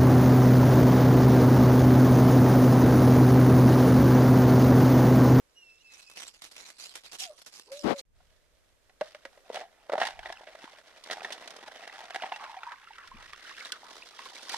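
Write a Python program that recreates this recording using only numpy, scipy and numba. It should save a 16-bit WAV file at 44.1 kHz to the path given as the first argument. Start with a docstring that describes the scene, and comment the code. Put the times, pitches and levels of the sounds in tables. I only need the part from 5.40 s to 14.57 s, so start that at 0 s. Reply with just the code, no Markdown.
"""A plastic scoop knocks on thin ice in a water barrel, breaks it, and sinks among crackling shards.
Tiny fractures excite its hollow, plastic wall and the ice edge; the hollow's pitch climbs as water fills it, then
falls back among bubbles and drips as it is lifted out. Before that, and a brief silence, a goat crunches up
through snow in grains of noise and brushes past the left microphone, while dogs whine in gliding overtones.
Faint yard air and light wind on the microphones lie behind it all."""
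import sys
import numpy as np
from scipy import signal
from scipy.fft import rfft, irfft
from scipy.io import wavfile
from scipy.ndimage import uniform_filter1d
from numba import njit

SR = 44100
rng = np.random.default_rng(int(sys.argv[2]) if len(sys.argv) > 2 else 0)


def bounce(signal):
    """Save signal as a 16-bit WAV file at the path given by the first command-line argument."""
    frames = np.transpose(np.atleast_2d(signal))
    limited = np.clip(frames, -1, 1)
    pcm = np.round(limited * 32767).astype(np.int16)
    wavfile.write(sys.argv[1], SR, pcm)


N = 404397
TIME = np.arange(N) / SR  # s

# the hollow as water fills the scoop: t/s, pitch f/Hz, barrel boom against hollow/dB,
# bubbles and spray against ticks/dB
FILL = [(3.6, 600, -10, -33), (4.0, 600, -3, -22), (4.18, 680, -5.5, -4), (4.5, 614, 1, -23),
        (4.63, 765, -8, -9), (4.9, 743, -5.5, -22), (5.4, 730, -1, -17), (6.15, 650, 3.5, -15),
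        (6.8, 765, -11.5, -13), (7.05, 822, -9.5, -4), (7.3, 980, -41, -2.5), (7.6, 1220, 9.5, -7),
        (8.15, 1427, 8, -2.5), (8.5, 1123, 20, -4), (9.17, 950, 13, -8)]
# the hollow is free on dry ice, damped by pressure and water: t/s, width/Hz (water widens it further),
# barrel boom against hollow/dB
DAMPING = [(3.85, 41.7, -4), (4.1, 129, -16), (4.55, 82.6, -7), (4.7, 121, -15.5), (5.8, 156, 1.5),
           (7, 121, -14.5)]
# how hard the scoop is handled and stirs shards and water: t/s, level/dB
STIR = [(2.75, -78), (3.58, -82), (3.66, -68.5), (4.4, -69), (4.95, -57), (5.45, -63), (5.62, -58.5),
        (5.69, -53), (6.15, -56), (6.6, -51.5), (6.85, -50), (7.38, -57.5), (7.85, -56), (8.26, -51),
        (8.42, -59.5), (8.74, -58), (9.07, -53), (9.115, -44), (9.17, -49)]
# the silence between goat and barrel: start t/s, end t/s
SILENCE = (2.613, 2.652)


def amp(db):
    """Decibels to gain."""
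    return 10 ** (np.asarray(db) / 20)


def unit(x):
    """Scale to rms 1."""
    return x / np.sqrt(np.mean(x ** 2) + 1e-30)


def curves(table):
    """Each column after the first as a value per sample."""
    s, *columns = np.transpose(table)
    return [np.interp(TIME, s, c) for c in columns]


def add(out, s, x):
    """Mix a short sound in at time s."""
    i = max(int(s * SR), 0)
    out[..., i:i + x.shape[-1]] += x[..., :max(N - i, 0)]


def colour(x, points, size=2048):
    """Causal minimum-phase filter through (Hz, dB) points, by folding the cepstrum."""
    hz, db = np.transpose(points)
    bins = np.fft.rfftfreq(size, 1 / SR)
    cepstrum = irfft(np.log(amp(np.interp(np.log(bins + 1), np.log(hz), db))))
    cepstrum[1:size // 2] *= 2
    cepstrum[size // 2 + 1:] = 0
    impulse = irfft(np.exp(rfft(cepstrum)))
    return signal.fftconvolve(x, impulse[None], axes=1)[:, :x.shape[1]]


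@njit
def svf(x, hz, width):
    """Band-pass on each channel, with a centre and width that may move."""
    y = np.empty_like(x)
    for c in range(len(x)):
        band, low = 0., 0.
        for i in range(x.shape[1]):
            g, k = np.tan(np.pi * hz[i] / SR), width[i] / hz[i]
            v = (band + g * (x[c, i] + 1e-18 - low)) / (1 + g * (g + k))
            band, low, y[c, i] = 2 * v - band, low + 2 * g * v, k * v
    return y


def ring(x, hz, width):
    """One resonance; its centre and width may move."""
    still = np.zeros(x.shape[1])
    return svf(np.ascontiguousarray(x), hz + still, width + still)


def walk(rate):
    """Slow random wander, rms 1 before trimming; about rate new values a second."""
    k = int(SR / rate)
    steps = np.repeat(rng.standard_normal(N // k + 1), k)
    return unit(uniform_filter1d(uniform_filter1d(steps, k), k)[:N])


def swell(s, hold, attack, release):
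    """An envelope that rises to 1 at time s, holds and dies away."""
    before, after = np.maximum(s - TIME, 0), np.maximum(TIME - s - hold, 0)
    return np.exp(-before / max(attack, 1e-3) - after / max(release, 1e-3))


def clicks(n, rate, spread_db):
    """Random tiny fractures: row 0 is shared by both microphones, rows 1 and 2 differ from it in polarity."""
    count = max(int(rate * n / SR), 1)
    out = np.zeros((3, n))
    sizes = amp(spread_db * np.minimum(rng.exponential(size=count), 4))
    out[:, rng.integers(0, n, count)] = sizes * rng.choice([-1, 1], (3, count))
    return unit(out)


def pair(x, apart):
    """Left and right from a shared row and two own rows; apart is the power share of the own rows."""
    apart = np.clip(apart, 0, 1)
    return np.sqrt(1 - apart) * x[:1] + np.sqrt(apart) * x[1:]


def smear(x, s):
    """Scatter inside the barrel spreads each tick into a short burst of noise."""
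    keep = np.exp(-1 / (max(s, 1e-4) * SR))
    power = signal.lfilter([1], np.poly([keep, keep]), x[0] ** 2)
    return unit(np.sqrt(np.abs(power)) * rng.standard_normal(x.shape))


def scoop(push, thrust, hz, width, barrel_db, place, scatter_s=0.0011):
    """What rings, each at rms 1: hollow with barrel boom, driven by thrust and push; wall and ice edge by the push."""
    # ringing of the plastic wall: f/Hz, width/Hz, level/dB
    wall_modes = [(1440, 135, 7), (1675, 94, 9), (1916, 100, 10), (2226, 370, 1.5), (2750, 230, 2),
                  (3530, 920, -5)]
    # colour of the snapping ice edge: f/Hz, level/dB
    edge_colour = [(1500, -43.5), (2600, -2.5), (3400, 6), (5800, 0), (7000, -8), (10000, -10.5),
                   (12500, -18.5), (15000, -29)]
    # colour of the barrel's boom: f/Hz, level/dB
    barrel_colour = [(70, -41), (130, -13), (200, -1.5), (330, 4.5), (600, 8.5), (1500, 3.5), (4000, -63)]
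    scattered = smear(push, scatter_s)
    hollow = unit(ring(ring(pair(thrust, 0.011), hz, width), hz, 290))
    boom = unit(colour(pair(scattered, 0.12), barrel_colour))
    flexing = ring(pair(push + .5 * scattered, 0.2), 2700, 3000)
    shift = np.exp(0.02 * place)  # the wall's pitch shifts with the place of contact
    wall = 0
    for k, (f, w, db) in enumerate(wall_modes):
        wall = wall + (-1) ** k * amp(db) * ring(flexing, f * shift, w)
    edge = colour(pair(scattered + .5 * push, 0.98), edge_colour)
    return unit(hollow + amp(barrel_db) * boom), unit(wall), unit(edge)


def blows():
    """Knocks and cracks as (s, Hz, hollow dB, wall dB, edge dB, crumble s); sharper cracks: more edge, less hollow."""
    # the scoop knocking: two faint taps as it is handled, then its base on ice: t/s, hollow pitch f/Hz, hollow
    # level/dB, wall level/dB, crumble scale/s
    knocks = [(2.803, 725, -65.5, -84, 0.002), (3.495, 735, -65, -64.5, 0.0031),
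              (3.61, 620, -28, -41.5, 0.0033), (3.747, 607, -47, -50, 0.0039),
              (3.852, 556, -45.5, -45.5, 0.0035), (3.975, 566, -56.5, -65, 0.0012),
              (4.101, 525, -38, -77, 0.0013), (4.21, 724, -40.5, -49.5, 0.012),
              (4.496, 580, -35, -49, 0.00079), (4.52, 626, -34.5, -47, 0.001),
              (4.527, 615, -52, -45, 0.0014), (4.534, 580, -26, -43.5, 0.0023),
              (4.553, 770, -32, -49, 0.0011), (4.579, 633, -29.5, -43, 0.0031),
              (5.15, 610, -49, -54.5, 0.0016), (5.241, 302, -51, -52, 0.00087)]
    # ice cracking, and loose pieces or drops striking the scoop: t/s, level/dB, sharpness/dB, crumble scale/s
    ice_cracks = [(4.158, -42, -5, 0.002), (4.169, -45.5, -19, 0.0025), (4.6, -38.5, -5, 0.0073),
                  (4.615, -29.5, -12.5, 0.0037), (4.631, -36, -7, 0.0034), (4.651, -38, -0.5, 0.005),
                  (4.669, -38, 0.5, 0.0017), (4.706, -48.5, -2, 0.0017), (4.791, -47, -6.5, 0.0017),
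                  (4.858, -47, -10, 0.0046), (4.901, -48, -20, .0013), (4.924, -45.5, -1, 0.0023),
                  (5.069, -49.5, -9.5, 0.014), (5.638, -67, 20.5, 0.0017), (5.699, -45.5, -10.5, 0.0012),
                  (5.71, -37, 1.5, 0.0078), (5.729, -41.5, 2, 0.0031), (5.806, -52.5, -10, .0012),
                  (5.83, -52, 4, .006), (5.847, -42, -4, 0.0067), (5.904, -45, -5, 0.015),
                  (5.922, -47, 11, 0.0052), (6.075, -50.5, 7, 0.0025), (6.105, -58.5, 12, 0.0025),
                  (6.163, -59, 10, 0.0025), (6.277, -50, -1.5, 0.0048), (6.475, -48, -1, 0.001),
                  (6.706, -46, -3, 0.0012), (6.745, -40, -5, 0.0073), (6.759, -38, -6, 0.0015),
                  (6.822, -42, -9, 0.0025), (6.835, -42.5, -20.5, 0.0041), (6.856, -45, -5.5, 0.011),
                  (6.92, -40, -15, 0.0031), (6.96, -46.5, -1.5, 0.0037), (7.04, -47, -4, 0.0021),
                  (7.233, -49, -7, 0.0031), (7.319, -45.5, -10, 0.0057), (7.582, -51.5, -6, 0.0026),
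                  (7.674, -55.5, 3.5, 0.0027), (7.932, -47.5, -3, 0.00077), (8.18, -48.5, -5, 0.0026),
                  (8.32, -48.5, 16.5, 0.00091), (8.79, -47, -4.5, 0.014), (8.858, -52, -15, 0.004),
                  (9.093, -47.5, 10, 0.00088), (9.142, -40.5, 1, 0.00094)]
    knock_edge_db = -9  # against the wall
    crack_hollow_db, crack_edge_db = -2.5, -3.5  # against the wall, at sharpness 0
    hollow_per_sharp = 0.52  # dB that the hollow loses per dB of sharpness
    pitch_scatter = 0.096  # log spread of the hollow's pitch from crack to crack
    fill_hz = curves(FILL)[0]
    rows = [(s, hz, hollow, wall, wall + knock_edge_db, crumble) for s, hz, hollow, wall, crumble in knocks]
    for (s, db, sharp, crumble), chance in zip(ice_cracks, rng.standard_normal(len(ice_cracks))):
        hz = fill_hz[int(s * SR)] * np.exp(pitch_scatter * chance)
        hollow = db + crack_hollow_db - hollow_per_sharp * sharp
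        rows.append((s, hz, hollow, db, db + crack_edge_db + sharp, crumble))
    return rows


def cracks():
    """Each blow is one snap and a dying spray of fractures; a short one shoves the hollow as a single blow."""
    out, n = np.zeros((2, N)), SR // 8
    t = np.arange(n) / SR
    snap = np.zeros((3, n))
    snap[0, 0] = np.sqrt(n)
    width, barrel_db = curves(DAMPING)
    for s, hz, *levels, crumble in blows():
        crumble, i = max(crumble, 1e-3), int(s * SR)
        spray = unit(clicks(n, 1400, 2.6) * np.exp(-t / (1.6 * crumble)))
        push = unit(spray + 0.69 * snap)
        thrust = spray + 0.0033 / crumble * snap
        parts = scoop(push, thrust, hz, width[i], barrel_db[i], rng.standard_normal())
        gains = amp(levels) * np.sqrt(SR / 50 / n)  # levels count the energy as if spread over 20 ms
        add(out, s, sum(g * part for g, part in zip(gains, parts)))
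    return out


def jostle():
    """Gains of hollow, wall and edge: the shards move with the steady stirring and with each push."""
    # short pushes that grind the scoop into the ice: t/s, hold/s, level/dB
    pushes = [(3.636, 0.031, -60.5), (4.145, 0.039, -47), (4.591, 0.094, -47), (4.843, 0.034, -51.5),
              (5.228, 0.097, -64)]
    # tone as the scoop goes under and comes out: t/s, hollow against wall/dB, sharp edge against wall/dB
    stir_tone = [(3.6, 11, 0), (4.8, 8.5, -7), (5.5, 3, -3), (6.2, 7, -4.5), (6.6, 6, -6), (7.28, 14.5, -6),
                 (7.5, -11, -11.5), (8.15, -6.5, -0.5), (8.6, -10.5, 2.5), (9.15, -6, 4.5)]
    attack_s, release_s = 0.018, 0.024
    effort = amp(curves(STIR)[0])
    for s, hold, db in pushes:
        effort = effort + amp(db) * swell(s, hold, attack_s, release_s)
    hollow_db, edge_db = curves(stir_tone)
    return effort * amp(hollow_db), effort, effort * amp(edge_db)


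def clink(hz):
    """A shard rings for a few cycles in two modes, choked by the water."""
    swell_s, overtone, overtone_db = 0.0012, 1.913, -11.5  # swell and decay time; ratio and level of mode two
    t = np.arange(SR // 50) / SR
    age, phase = t / max(swell_s, 1e-4), 2 * np.pi * hz * t
    modes = np.sin(phase) + amp(overtone_db) * np.sin(overtone * phase)
    return age * np.exp(1 - age) * modes


def bubble(hz, t60, rise):
    """A bubble swells as it pinches off, rings and glides in pitch, mostly upward as it nears the surface."""
    birth_cycles = 0.84
    age = np.linspace(0, 1, max(int(t60 * SR), 2))
    cycles = np.cumsum(hz * (1 + rise * age)) / SR
    return np.sin(2 * np.pi * cycles) * (1 - np.exp(-cycles / birth_cycles)) * amp(-60 * age)


def gulp(hz, t60, rise):
    """One large bubble, its loudness shaken by the churning water."""
    note = bubble(hz, t60, rise)
    return note * unit(amp(3 * walk(300)[:len(note)]))


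def swarm(grain, rate, low_hz, span, range_db):
    """Many grains at random moments, pitched from low_hz up to span times that; few are loud."""
    out, low_hz = np.zeros((2, N)), low_hz + np.zeros(N)
    for when, pitch, size, side in rng.random((int(rate * N / SR), 4)):
        ports = np.array([[1.3 - side], [0.2 + side]])
        note = grain(low_hz[int(when * N)] * span ** pitch)
        add(out, when * N / SR, amp(range_db * size ** 3) * ports * note)
    return unit(out)


def sloshes(count=28):
    """Each slosh folds air under: a quick gurgling run of bubbles around one pitch."""
    # water lapping over the rim and back into the barrel: t/s, length/s, bubble pitch f/Hz, level/dB
    laps = [(6.995, 0.073, 1104, -46), (7.259, 0.085, 1440, -48.5), (7.577, 0.073, 1440, -52.5),
            (7.772, 0.05, 1130, -56.5), (8.045, 0.068, 1800, -48), (8.176, 0.1, 1600, -49.5),
            (8.325, .04, 1380, -52.5), (8.43, 0.092, 1067, -54.5)]
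    octaves, ring_cycles, rise = 0.31, 36, 0.15  # pitch spread, cycles to fall 60 dB, upward glide as a share
    out = np.zeros((2, N))
    for s, length, hz, db in laps:
        run = np.zeros((2, N))
        draws = zip(rng.random((count, 3)), rng.standard_normal(count))
        for k, ((late, size, side), pitch) in enumerate(draws):
            f = hz * 2 ** (octaves * pitch)
            ports = np.sqrt([[1 - side], [side]])
            note = bubble(f, ring_cycles / f, rise)
            add(run, s + length * (k + late) / count, amp(-10 * size) * ports * note)
        out += amp(db) * unit(run) * np.sqrt(length * SR / N)
    return out


def water(wall_db=-1.5, edge_db=1, spray_db=-1):
    """Loose shards tick and clink against the scoop; bubbles and spray take over as it fills and drips."""
    # single shards clinking: t/s, pitch f/Hz, level/dB
    shard_notes = [(4.858, 1910, -28.5), (4.894, 1770, -35), (4.972, 2700, -42.5), (5.009, 590, -42),
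                   (5.034, 770, -42), (5.277, 950, -42), (5.335, 620, -45), (5.700, 1870, -29),
                   (5.770, 744, -34), (5.781, 780, -34), (5.806, 2500, -38), (5.819, 750, -33),
                   (5.847, 1830, -24), (6.285, 770, -37), (6.437, 1890, -38.5), (6.497, 1940, -36),
                   (6.821, 2820, -33), (7.143, 980, -35.5), (7.232, 1380, -31), (8.25, 3850, -33.5),
                   (9.101, 4660, -32), (9.142, 897, -22.5)]
    # air gulping under the rim, and drops plopping: t/s, pitch f/Hz, level/dB, t60/s, pitch rise as a share
    gulps = [(6.940, 2640, -26, 0.03, 0.14), (7.095, 910, -35, 0.077, 0.022),
             (7.168, 774, -29, 0.061, -0.13), (7.267, 961, -38, 0.22, -0.021),
             (7.473, 1320, -35.5, .027, 0.12), (7.506, 856, -38, 0.035, 0.14),
             (7.582, 1375, -42, .053, -0.047), (7.715, 1004, -41, 0.086, 0.53),
             (7.742, 191, -40.5, 0.064, 1), (8.208, 2120, -32, 0.024, .2), (8.325, 1520, -32, 0.051, -.15),
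             (8.432, 824, -36, 0.024, -0.048), (8.623, 2350, -34.5, .03, 0.85),
             (8.79, 920, -35, 0.032, 0.14), (8.965, 2200, -35.5, 0.022, 0.17)]
    hollow, wall, edge = jostle()
    hz, barrel_db, share_db = curves(FILL)
    width = 1.59 * curves(DAMPING)[0]
    push = unit(clicks(N, 700, 3.38) * amp(2.1 * walk(45)))
    parts = scoop(push, push, hz + 0.37 * width * walk(25), width, barrel_db, walk(30))
    ticks = hollow * parts[0] + amp(wall_db) * wall * parts[1] + amp(edge_db) * edge * parts[2]
    shards = amp(-3) * wall * swarm(clink, 260, 1000, 3.2, 13)
    bubbles = amp(3) * wall * swarm(lambda f: bubble(f, 36 / f, 0.12), 170, .74 * hz, 2.6, 15)
    spray = amp(spray_db) * edge * swarm(lambda f: bubble(f, 50 / f, 0.06), 260, 2600, 2.2, 19)
    wet = amp(share_db)
    out = (ticks + shards + wet * (bubbles + spray)) / np.sqrt(1 + wet ** 2) + sloshes()
    for s, f, db in shard_notes:
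        add(out, s, amp(db) * clink(f))
    for s, f, db, t60, rise in gulps:
        add(out, s, amp(db) * gulp(f, t60, rise))
    return out * (TIME > STIR[0][0])


def echoes(x, echo_db=-19, t60=0.14):
    """The barrel and nearby walls return a short, dull tail of decaying noise."""
    t = np.arange(SR // 2) / SR
    tail = rng.standard_normal((2, len(t))) * amp(-60 * t / t60) * (1 - np.exp(-t / 0.0051))
    tail = colour(tail, [(200, -26.5), (700, -13.5), (4000, -14.0), (12000, -20.5)])
    return amp(echo_db) * signal.fftconvolve(x, unit(tail) / np.sqrt(len(t)), axes=1)[:, :N]


def hooves(tread_db=6.0, snap_db=-18, shuffle_db=-74, squeak_db=0, settle_s=0.028, settle_db=-9):
    """Snow crushes in tiny jerks under each hoof, squeaking in changing patches; at times the crust snaps."""
    # hooves pressing snow: t/s, length/s, level before tread_db/dB, low crunch against high/dB
    treads = [(0.501, 0.15, -64, 1), (0.752, 0.11, -53.5, 4), (0.853, 0.053, -57, -2),
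              (0.934, 0.034, -69.5, 5), (1.02, 0.075, -57, -1), (1.152, 0.097, -57, 3.5),
              (1.25, 0.071, -56, 2), (1.382, 0.12, -54, -3), (1.491, 0.13, -63.5, 2),
              (1.631, 0.057, -58, 4), (1.714, 0.052, -56, 0), (1.785, 0.049, -44, -12),
              (1.82, 0.05, -48.5, -6), (2.118, 0.11, -59.5, -1), (2.314, 0.19, -60, -10),
              (2.557, 0.091, -56.5, 0)]
    # crust snapping under a hoof: t/s, level before snap_db/dB, crumble time/s
    crust_snaps = [(0.699, -40.5, 0.0041), (0.7134, -42, 0.011), (0.737, -47, 0.0082),
                   (1.019, -33.5, 0.0078), (1.0392, -35, 0.014), (1.113, -37, 0.028), (1.302, -39, 0.0059),
                   (1.386, -42.5, 0.013), (1.5535, -28, 0.014), (1.721, -40, 0.0044), (1.731, -30.5, 0.025),
                   (1.981, -40.5, 0.021), (2.017, -39, 0.0043), (2.062, -33, 0.021), (2.196, -36.5, 0.0019),
                   (2.318, -33, 0.02), (2.602, -43, 0.0036)]
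    # colour of crushed snow: f/Hz, level/dB
    snow_colour = [(59, -56), (100, -14), (304, -4.5), (558, -1.5), (2520, -3), (3390, -1.5), (4640, -1),
                   (7000, -6.5), (11000, -8), (14100, -20.5), (15000, -35)]
    # centres that the squeaking patches wander about: f/Hz
    squeak_centres = [2570, 4040, 5640, 7730]
    pressure = amp(shuffle_db) * np.clip(TIME / 0.49, 0, 1)
    low_pressure = pressure.copy()
    for s, length, db, low_db in treads:
        age = np.linspace(0, 1, max(int(length * SR), 2))
        step = amp(db) * np.abs(np.sin(np.pi * age ** 0.74)) ** 0.75
        add(pressure, s, step)
        add(low_pressure, s, step * amp(low_db))
    # loose snow keeps settling for a moment after each step
    keep = np.exp(-1 / (settle_s * SR))
    pressure, low_pressure = (p + amp(settle_db) * signal.lfilter([1 - keep], [1, -keep], p)
                              for p in (pressure, low_pressure))
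    jerks = amp(2 * walk(350))
    grains = colour(pair(clicks(N, 3500, 2.8), 0.78) * jerks, snow_colour)
    squeaks = 0
    for hz in squeak_centres:
        squeaks = squeaks + ring(grains, hz * 2 ** (.15 * walk(30)), 450) * amp(5 * walk(90))
    crunch = unit(unit(grains) + amp(squeak_db) * unit(squeaks))
    low = signal.sosfiltfilt(signal.butter(2, 2100, fs=SR, output="sos"), crunch)
    out = ((crunch - low) * pressure + low * low_pressure) * amp(tread_db)
    t = np.arange(SR // 20) / SR
    for (s, db, crumble), chance in zip(crust_snaps, rng.random(len(crust_snaps))):
        spray = pair(clicks(len(t), 2500, 2.3), 0.77) * np.exp(-t / max(crumble, 1e-3))
        snap = colour(spray, snow_colour)
        snap = snap + 0.5 * ring(snap, 700 * 8 ** chance, 700)
        add(out, s, amp(db + snap_db) * unit(snap))
    # the crunch reaches the right port 9 samples later
    out[1] = np.roll(out[1], 9)
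    return out * (TIME < SILENCE[0])


def brush(right_db=-24):
    """The goat's coat buffets the left port: a thud that turns into a rasp, faint in the right."""
    # the coat's contact: t/s, level/dB, brightness/dB
    contact = [(2.425, -59, 9), (2.445, -23.5, -12.5), (2.46, -17, -14), (2.478, -22.5, 0.5),
               (2.508, -22.5, 6.5), (2.533, -26, 2), (2.548, -45, 2)]
    # colour of the thud: f/Hz, level/dB
    thud_colour = [(30, -21), (150, -4), (240, 5), (340, 2.5), (550, -10), (1200, -26), (4000, -64.5)]
    # colour of the rasp: f/Hz, level/dB
    rasp_colour = [(100, -29), (300, 2), (1000, -5), (2500, -17.5), (5000, -24), (14000, -46.5)]
    db, bright_db = curves(contact)
    thud, rasp = (unit(colour(pair(clicks(N, 5000, 1.8), 1.0), c)) for c in (thud_colour, rasp_colour))
    sound = (thud + 1.52 * amp(bright_db) * rasp) / np.sqrt(1 + 2 * amp(2 * bright_db))
    touching = (TIME > contact[0][0]) * (TIME < contact[-1][0])
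    return sound * amp(db) * amp([[0], [right_db]]) * touching


def whine(s, length, first_hz, last_hz, db, onset_db=-18):
    """One whine as (s, Hz, dB) points: it starts quickly, glides to its last pitch and fades."""
    attack_s, fade_db_per_s, glide_share = 0.02, 52, 0.55  # glide ends at this share of the length
    ages = np.sort([0, attack_s, np.clip(glide_share, 0, 1) * length, length])
    levels = db - fade_db_per_s * ages + [onset_db, 0, 0, 0]
    return list(zip(s + ages, [first_hz, first_hz, last_hz, last_hz], levels))


def dog(call, second_db, third_db, husk_db=-19):
    """A thin, wavering whine through the nose; overtones come and go, with a husky noise band at its pitch."""
    hz, db = curves(call)
    phase = 2 * np.pi * np.cumsum(hz * (1 + .007 * walk(110))) / SR
    overtones = amp(second_db) * np.sin(2 * phase) + amp(third_db) * np.sin(3 * phase)
    overtones = overtones * amp(3 * walk(60))
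    husk = unit(ring(rng.standard_normal((2, N)), hz, 260))
    voice = unit(np.sin(phase) + overtones) + amp(husk_db) * husk
    calling = (TIME > call[0][0]) * (TIME < call[-1][0])
    return voice * amp(db + 2.6 * walk(80)) * calling


def catches(upper_db=-4, attack_s=0.014, release_s=0.032):
    """The voice breaks into a rough band at its pitch and a fainter one about an octave up."""
    # hoarse catches in the dog's throat: t/s, pitch f/Hz, level/dB
    hoarse = [(1.92, 553, -61), (2.29, 427, -58)]
    out = 0
    for s, hz, db in hoarse:
        noise = rng.standard_normal((1, N))
        low, high = (unit(ring(ring(noise, f, 260), f, 260)) for f in (hz, 2.07 * hz))
        out = out + amp(db) * (low + amp(upper_db) * high) * swell(s, 0, attack_s, release_s)
    return out


def outdoors(air_db=-2):
    """Faint far-off wash as coloured noise, and light wind rumbling on each port as low bands of noise, with
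    one low thump of the barrel."""
    # colour of the yard: f/Hz, level/dB
    yard_colour = [(76, -31), (130, -13), (255, -8), (512, -3.5), (793, -11), (1590, -10.5), (7480, -19.5),
                   (13100, -22.5), (15000, -29.5)]
    # outdoor air: t/s, level before air_db/dB
    air_level = [(0, -67), (2.68, -79), (2.8, -69.5), (4.3, -66), (9.17, -66.5)]
    # puffs of wind on the ports, and a low thump as the barrel is bumped at 7.76 s: t/s, level/dB, dying time/s
    rumbles = [(2.72, -68, 0.61), (4.8, -58, 0.064), (7.76, -55, 0.1)]
    breeze_db, gust_rise_s = -76.5, 0.064
    air = unit(colour(pair(rng.standard_normal((3, N)), 0.78), yard_colour))
    air = air * amp(curves(air_level)[0] + air_db + walk(7.2))
    wind = unit(ring(ring(rng.standard_normal((2, N)), 21, 39), 32, 100))
    force = amp(breeze_db)
    for s, db, dying in rumbles:
        force = force + amp(db) * swell(s, 0, gust_rise_s, dying)
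    return air + wind * force * amp(0.68 * walk(9))


def scene():
    """The barrel with its echoes, the goat, the dogs and the yard."""
    # high whines, each gliding and fading: t/s, length/s, first pitch f/Hz, last pitch f/Hz, level/dB
    whines = [(0.151, 0.235, 2890, 2650, -51), (0.385, 0.038, 2770, 2850, -62),
              (0.431, 0.22, 2636, 2560, -55), (0.658, 0.1, 2580, 2605, -55)]
    # a low whimper: t/s, pitch f/Hz, level/dB
    whimper = [(1.8, 650, -61), (1.835, 803, -57), (1.865, 733, -51), (1.905, 606, -42.5),
               (1.925, 593, -54), (1.95, 545, -82)]
    # a low moan: t/s, pitch f/Hz, level/dB
    moan = [(2.275, 399.7, -65), (2.303, 527, -57), (2.32, 539, -40), (2.35, 566, -40.5), (2.39, 586, -52),
            (2.43, 569, -50.5), (2.555, 565, -43.5), (2.595, 539, -49), (2.615, 482, -58)]
    barrel = cracks() + water()
    dogs = sum(dog(whine(*row), -10, -30) for row in whines)
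    dogs = dogs + dog(whimper, -21, -45) + dog(moan, -34, -31) + catches()
    return barrel + echoes(barrel) + hooves() + brush() + dogs + outdoors()


def record(dry):
    """Two unlike microphones, a moment of silence between goat and barrel, and a steep cut of the top."""
    # left microphone against right, split evenly between them: f/Hz, level/dB
    left_mic = [(100, -2), (600, 0), (2300, -2.5), (4400, -2.5), (6300, -8.5), (8200, -9.5), (10500, -7),
                (14000, 0)]
    top_hz = 14850
    left = colour(dry[:1], [(hz, db / 2) for hz, db in left_mic])
    right = colour(dry[1:], [(hz, -db / 2) for hz, db in left_mic])
    left = np.roll(left, 2, axis=1)  # sound reaches the left port 2 samples later
    audible = (TIME < SILENCE[0]) | (TIME > SILENCE[1])
    both = np.vstack([left, right]) * audible
    return signal.sosfilt(signal.ellip(10, .2, 70, top_hz, fs=SR, output="sos"), both)


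dry = scene()
out = record(dry)
bounce(out)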